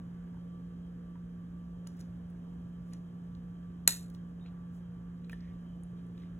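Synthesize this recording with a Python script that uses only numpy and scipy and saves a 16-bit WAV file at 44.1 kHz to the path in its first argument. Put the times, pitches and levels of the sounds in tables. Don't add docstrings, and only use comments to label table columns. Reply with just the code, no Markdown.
import sys
import numpy as np
from scipy import signal
from scipy.fft import rfft, irfft
from scipy.io import wavfile
from scipy.ndimage import uniform_filter1d

SR = 44100
rng = np.random.default_rng(int(sys.argv[2]) if len(sys.argv) > 2 else 0)


def unload_audio(sound):
    columns = np.transpose(np.atleast_2d(sound))
    steps = np.round(np.clip(columns, -1, 1) * 32767)
    wavfile.write(sys.argv[1], SR, steps.astype(np.int16))


N = 281799
TIME = np.arange(N) / SR
FREQ = np.maximum(np.arange(N // 2 + 1) * SR / N, 1)

# pitch_hz, width_hz, level_db (relative spectral peak)
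GRIPPED_SPADE = [(1760, 300, -2.5), (2060, 240, -8), (2670, 420, -9), (3780, 350, -6), (4250, 340, -0.5),
                 (5840, 460, -10.5), (6854, 510, -2.5), (7410, 380, -1.5), (7970, 310, 0), (9550, 560, 0),
                 (11200, 1200, -3), (12050, 1200, -3.5), (14400, 1100, -9.5)]
SEAT_S, SEAT_DB = 3.8820, -9.5


def undb(db):
    return 10 ** (np.asarray(db) / 20)


def shape(x, gain):
    return irfft(rfft(x) * gain, N)


def colour(points):
    hz, db = np.transpose(points)
    return undb(np.interp(np.log(FREQ), np.log(hz), db))


def bell(f, hz, octaves):
    return np.exp(-.5 * (np.log2(f / hz) / octaves) ** 2)


def focus(x, hz, octaves):
    f = np.maximum(np.arange(len(x) // 2 + 1) * SR / len(x), 1)
    return irfft(rfft(x) * bell(f, hz, octaves), len(x))


def decay(t, t60):
    return np.exp(-np.log(1000) * t / t60)


def add(track, s, x):
    i = int(round(s * SR))
    track[i:i + len(x)] += x[:N - i]


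def walk(rate):
    knots = rng.standard_normal(int(TIME[-1] * rate) + 2)
    path = np.interp(TIME * rate, np.arange(len(knots)), knots)
    return 1.3 * uniform_filter1d(path, int(SR / rate / 2))


def connector(snap_jolt_db=-12, tick_jolt_db=9):
    # start_s, level_db (dry rms over a millisecond), centre_hz, spread_octaves, judder_s
    snap = [(3.8752, -26.5, 6000, 1.8, 0.0007), (3.8763, -5, 7000, 1.5, .0008),
            (3.8781, -18.5, 8500, 1.6, 0.00084), (3.8792, -26, 3000, 1.7, 0.0005),
            (3.8806, -25, 6000, 1.6, 0.0013)]
    ticks = [(1.8714, -44, 7000, 0.61, 0.0017), (1.8745, -58, 7500, 1.1, .0012),
             (1.9922, -64, 7450, .8, 0.0023), (2.003, -54, 7000, .5, 0.004),
             (2.0098, -51, 6200, 0.61, .0018), (2.301, -65.5, 11000, 0.77, 0.0025),
             (2.9340, -47.5, 6700, 0.54, 0.0022), (3.350, -60, 3770, 0.6, .002),
             (4.101, -56, 12100, 2.1, .0008), (4.148, -55, 3274, 0.9, .002),
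             (5.2957, -56, 11040, 1.6, .002), (5.3305, -56, 9940, 0.13, .004),
             (5.406, -59.5, 4850, 0.26, .004), (5.8342, -53, 8400, 0.22, .0035),
             (6.066, -67, 8370, 0.21, 0.0026)]
    # pitch_hz, width_hz, level_db (relative spectral peak)
    loose_spade = [(1300, 600, 1.5), (2880, 160, -0.5), (4300, 690, 2), (5840, 220, 0.5), (6800, 460, -1.5),
                   (7800, 400, -9.5), (9240, 600, 4), (11600, 930, -6), (15000, 900, -2.5)]
    # pitch_hz, right_minus_left_db
    connector_lean = [(600, -1.5), (1300, 3.5), (2400, 5), (4400, -2.5), (8000, 1.6)]
    brass = slips(snap, GRIPPED_SPADE) + chatter() + slips(ticks, loose_spade, detune=.025)
    seat = socket([(SEAT_S, SEAT_DB)])
    body = undb(snap_jolt_db) * socket(snap) + seat + undb(tick_jolt_db) * socket(ticks)
    lean = np.sqrt(colour(connector_lean))
    return shape(room(brass + body, wet_db=-4.0), np.array([1 / lean, lean]))


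def chatter(count=9):
    gap_s, judder_s, centre_hz, octaves = .01, .0015, 2980, 0.96
    level_db, fall_db_per_s, scatter_db = -38.5, 191.5, 3.5
    gap, strength, tone = rng.uniform(-1, 1, (count, 3)).T
    after = np.cumsum(gap_s * 2 ** gap)
    db = level_db - fall_db_per_s * after + scatter_db * strength
    pitches = centre_hz * 2 ** (tone / 2)
    taps = [(SEAT_S + s, tap_db, hz, octaves, judder_s) for s, tap_db, hz in zip(after, db, pitches)]
    return slips(taps, GRIPPED_SPADE, detune=0.084)


def slips(events, modes, detune=.005, size=2048):
    lead = size // 8
    t = np.arange(size) / SR
    out = np.zeros(N)
    for s, db, hz, octaves, judder_s in events:
        shifts = 1 + detune * rng.standard_normal(len(modes))
        ring = np.zeros(size)
        for k, (mode_hz, width, mode_db) in enumerate(modes):
            mode = np.exp(-np.pi * width * t) * np.sin(2 * np.pi * mode_hz * shifts[k] * t)
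            ring += undb(mode_db) * width * mode * (-1) ** k
        stroke = np.sin(np.pi * np.clip((t - lead / SR) / judder_s, 0, 1))
        judder = np.exp(1j * np.angle(rfft(stroke * rng.standard_normal(size))))
        click = focus(irfft(rfft(ring) * judder), hz, octaves)
        click *= np.sqrt(SR / 1000) / np.linalg.norm(click)
        add(out, s - lead / SR, undb(db) * click)
    return out


def socket(jolts, size=4096):
    # pitch_hz, t60_s, level_db (before any jolt gain)
    plastic = [(275, 0.06, -38), (400, .04, -41.5), (591.6, 0.035, -35.5), (743, 0.03, -31),
               (970, 0.028, -26.5), (1120, .025, -34), (1400, 0.03, -27), (1560, .02, -29),
               (1800, 0.014, -24.5)]
    t, out = np.arange(size) / SR, np.zeros(N)
    ring = sum(undb(db) * np.sin(2 * np.pi * hz * t) * decay(t, t60) for hz, t60, db in plastic)
    for s, db, *_ in jolts:
        add(out, s, undb(db) * ring)
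    return out


def wires(jolt_db=10.5):
    # start_s, level_db (dry ring), pitch_hz, t60_s
    wire_knocks = [(.344, -54.5, 935, 0.031), (0.37, -56, 900, 0.048), (1.156, -51.5, 970, 0.032),
                   (1.8684, -53, 2950, 0.018), (4.397, -58, 2660, .006), (4.4605, -48, 2275, 0.0078),
                   (4.462, -58, 4124, 0.026), (5.246, -57, 4030, 0.014), (5.2964, -42.5, 2470, 0.02),
                   (5.297, -47, 1582, 0.008), (5.309, -56, 2760, 0.016), (5.3303, -38.5, 1787, 0.03),
                   (6.178, -54.5, 3750, 0.012), (6.235, -54, 2000, 0.011)]
    return room(knocks(wire_knocks) + undb(jolt_db) * socket(wire_knocks), wet_db=-5.0)


def knocks(events, crack_db=-11, crack_t60=0.014, crack_octaves=0.71,
           overtone=1.7, overtone_db=-16, size=4096):
    t, out = np.arange(size) / SR, np.zeros(N)
    for s, db, hz, t60 in events:
        phase = 2 * np.pi * hz * t
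        ring = (np.sin(phase) + undb(overtone_db) * np.sin(overtone * phase)) * decay(t, t60)
        crack = focus(rng.standard_normal(size), hz, crack_octaves)
        crack *= decay(t, crack_t60) / crack.std()
        contact = 1 - np.exp(-t * hz)
        add(out, s, undb(db) * contact * (ring + undb(crack_db) * crack))
    return out


def rubbing(drag_hz=7000, drag_octaves=0.97):
    # strongest_s, spread_s (of the swell), level_db (dry rms at the strongest moment)
    drags = [(1.938, .006, -78), (1.972, .005, -72), (2.004, 0.01, -67), (2.904, 0.039, -79.5),
             (4.149, 0.008, -71.5), (4.757, .027, -76), (5.320, 0.0068, -66), (6.195, 0.022, -81)]
    # the same three, then centre_hz, spread_octaves
    finger_rubs = [(.37, .03, -82, 1380, 0.29), (1.875, .005, -68.5, 1000, 0.88),
                   (2.005, 0.021, -73, 2500, 0.8), (2.935, 0.013, -68, 1800, 0.97),
                   (3.3, .07, -80, 850, .5), (3.8, 0.041, -75, 800, .5), (4.428, 0.014, -67.5, 3740, 0.023),
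                   (4.47, 0.014, -70, 2900, 0.45), (4.5, .08, -70.5, 850, 0.65),
                   (4.95, 0.17, -72.5, 850, 0.65), (5.248, .012, -76, 2700, .5),
                   (5.3, .005, -65.5, 750, 0.74), (5.322, 0.0045, -64.5, 2000, 1.1),
                   (5.337, 0.0069, -68, 3300, .4), (5.462, 0.043, -69.5, 1920, 0.19),
                   (5.44, 0.09, -77.5, 2797, 0.73), (5.705, 0.063, -78.5, 3090, 0.052),
                   (5.985, 0.023, -78, 2900, .6), (6.215, 0.044, -73, 2680, 0.57)]
    brass = scrapes([(*drag, drag_hz, drag_octaves) for drag in drags], grain_db=3.0)
    fingers = scrapes(finger_rubs, grain_db=4.0)
    return room(brass + fingers, wet_db=-1.0)


def scrapes(events, grain_db, size=30720):
    t, out = (np.arange(size) - size // 2) / SR, np.zeros(N)
    for s, spread_s, db, hz, octaves in events:
        force = np.minimum(rng.exponential(size=size), 4)
        caught = rng.random(size) < .25
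        catches = rng.standard_normal(size) * undb(grain_db * force) * caught
        rub = focus(catches, hz, octaves)
        swell = np.exp(-.5 * (t / spread_s) ** 2)
        add(out, s + t[0], undb(db) * rub / rub.std() * swell)
    return out


def fan(shaft_hz=58.04):
    # multiple, level_db (rms ahead of the ports), unsteady_share (0-1), left_lead_rad (ahead of the ports)
    fan_tones = [(1, -61, .6, 0.033), (3, -44.5, .05, 0.1), (6, -76.5, .5, 1.6), (19, -81.5, 0.6, 2),
                 (20, -73, 0.75, 1.4), (21, -88.5, 0.7, 1.4), (23, -86.5, 0.7, 1), (28, -86.5, 0.5, 0.64),
                 (30, -81, 0.1, 1.525), (53, -92.5, 0.99, 0.27), (55, -88.5, 1, 0.77)]
    return rotor(shaft_hz, fan_tones)


def second_motor(motor_hz=118.5):
    # multiple, level_db (rms ahead of the ports), unsteady_share (0-1), left_lead_rad (ahead of the ports)
    motor_tones = [(1, -62, 0.54, 0.021), (2, -63.5, 0.54, 0.18), (3, -75, 0.42, 0.27), (4, -73, 0.6, .4)]
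    return rotor(motor_hz, motor_tones)


def whine(whine_hz=3147.2):
    # multiple, level_db (rms ahead of the ports), unsteady_share (0-1), left_lead_rad (ahead of the ports)
    whine_tones = [(1, -86.5, .7, 0.54)]
    return rotor(whine_hz, whine_tones)


def rotor(hz, tones, flutter_rate=20):
    out = np.zeros((2, N))
    for multiple, db, share, lead in tones:
        flutter = walk(flutter_rate) + 1j * walk(flutter_rate)
        sway = np.sqrt(2 - 2 * share ** 2) + share * flutter
        tone = undb(db) * sway * np.exp(2j * np.pi * (multiple * hz * TIME + rng.random()))
        out += np.array([tone.real, (tone * np.exp(-1j * lead)).real])
    return out


def air(waver_db=0.33, eddy_db=1.36, eddy_rate=6, eddy_octaves=0.31):
    # (per Hz, ahead of wavering and ports)
    air_spectrum = [(22, -90.5), (32, -88), (52, -74.5), (140, -74.5), (205, -85.5), (270, -78.5),
                    (330, -89.5), (450, -89.5), (800, -99), (1600, -102.5), (2200, -112), (2700, -114),
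                    (3100, -112), (3400, -116), (4000, -116.5), (6600, -120.5), (9200, -122), (11500, -124),
                    (15500, -134)]
    eddy_centres = [400, 800, 1600]
    rush = shape(diffuse(), colour(air_spectrum)) * np.sqrt(SR / 2)
    eddies = np.zeros((2, N))
    for hz in eddy_centres:
        band = shape(rush, bell(FREQ, hz, eddy_octaves))
        eddies += band * (undb(eddy_db * walk(eddy_rate)) - 1)
    return (rush + eddies) * undb(waver_db * walk(1.6))


def room(x, wet_db, room_t60=0.275, near_t60=0.23, near_db=-13, build_s=0.002):
    # pitch_hz, level_db (relative)
    wall_colour = [(200, -4), (700, -5), (1800, -6.5), (3000, -6.5), (3750, -2.5), (4300, -9), (5400, -2),
                   (7200, -9.5), (9000, -8.5), (11300, -12), (14500, -11)]
    t = TIME[:SR // 2]
    bunches = undb(2.5 * walk(600))[:len(t)]
    far = decay(t, room_t60) * (1 - np.exp(-t / build_s)) * bunches
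    near = decay(t, near_t60) * (1 - np.exp(-t * 2000))
    walls = shape(diffuse(), colour(wall_colour))[:, :len(t)] * far / np.linalg.norm(far)
    hands = diffuse()[:, :len(t)] * near / np.linalg.norm(near)
    echoes = signal.fftconvolve(x[None], walls + undb(near_db) * hands, axes=1)[:, :N]
    return x + undb(wet_db) * echoes


def diffuse():
    # pitch_hz, side_minus_mid_db
    side_balance = [(60, -23.5), (180, -15.5), (400, -4.5), (800, 1), (2200, -3.5), (4500, -24.5),
                    (16000, -15.5)]
    mid, side = rng.standard_normal((2, N))
    width = colour(side_balance)
    side = shape(side, width)
    return shape(np.array([mid + side, mid - side]), 1 / np.sqrt(1 + width ** 2))


def scene():
    handiwork = connector() + wires() + rubbing()
    hum = fan() + second_motor() + whine() + air()
    return handiwork + hum


def record(dry, top_hz=15900, ceiling=.66):
    # pitch_hz, right_minus_left_db
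    port_lean = [(100, 0), (175, 1.4), (300, 2.5), (600, 2.2), (1500, 1.5), (2600, 0.5), (4200, -0.5)]
    # pitch_hz, left_lead_rad
    port_phase = [(0, 0), (1900, .1), (3600, 1.5), (4700, 3.2), (9050, 9.4), (13300, 15.7), (16000, 19.4)]
    lean = np.sqrt(colour(port_lean))
    lag = np.interp(FREQ, *np.transpose(port_phase))
    left = shape(dry[0], 1 / lean)
    right = shape(dry[1], lean * np.exp(-1j * lag))
    ports = np.array([left, right])
    rounded = ports / (1 + (ports / ceiling) ** 8) ** (1 / 8)
    low_pass = signal.ellip(8, .2, 70, top_hz, fs=SR, output="sos")
    return signal.sosfilt(low_pass, rounded)


dry = scene()
out = record(dry)
unload_audio(out)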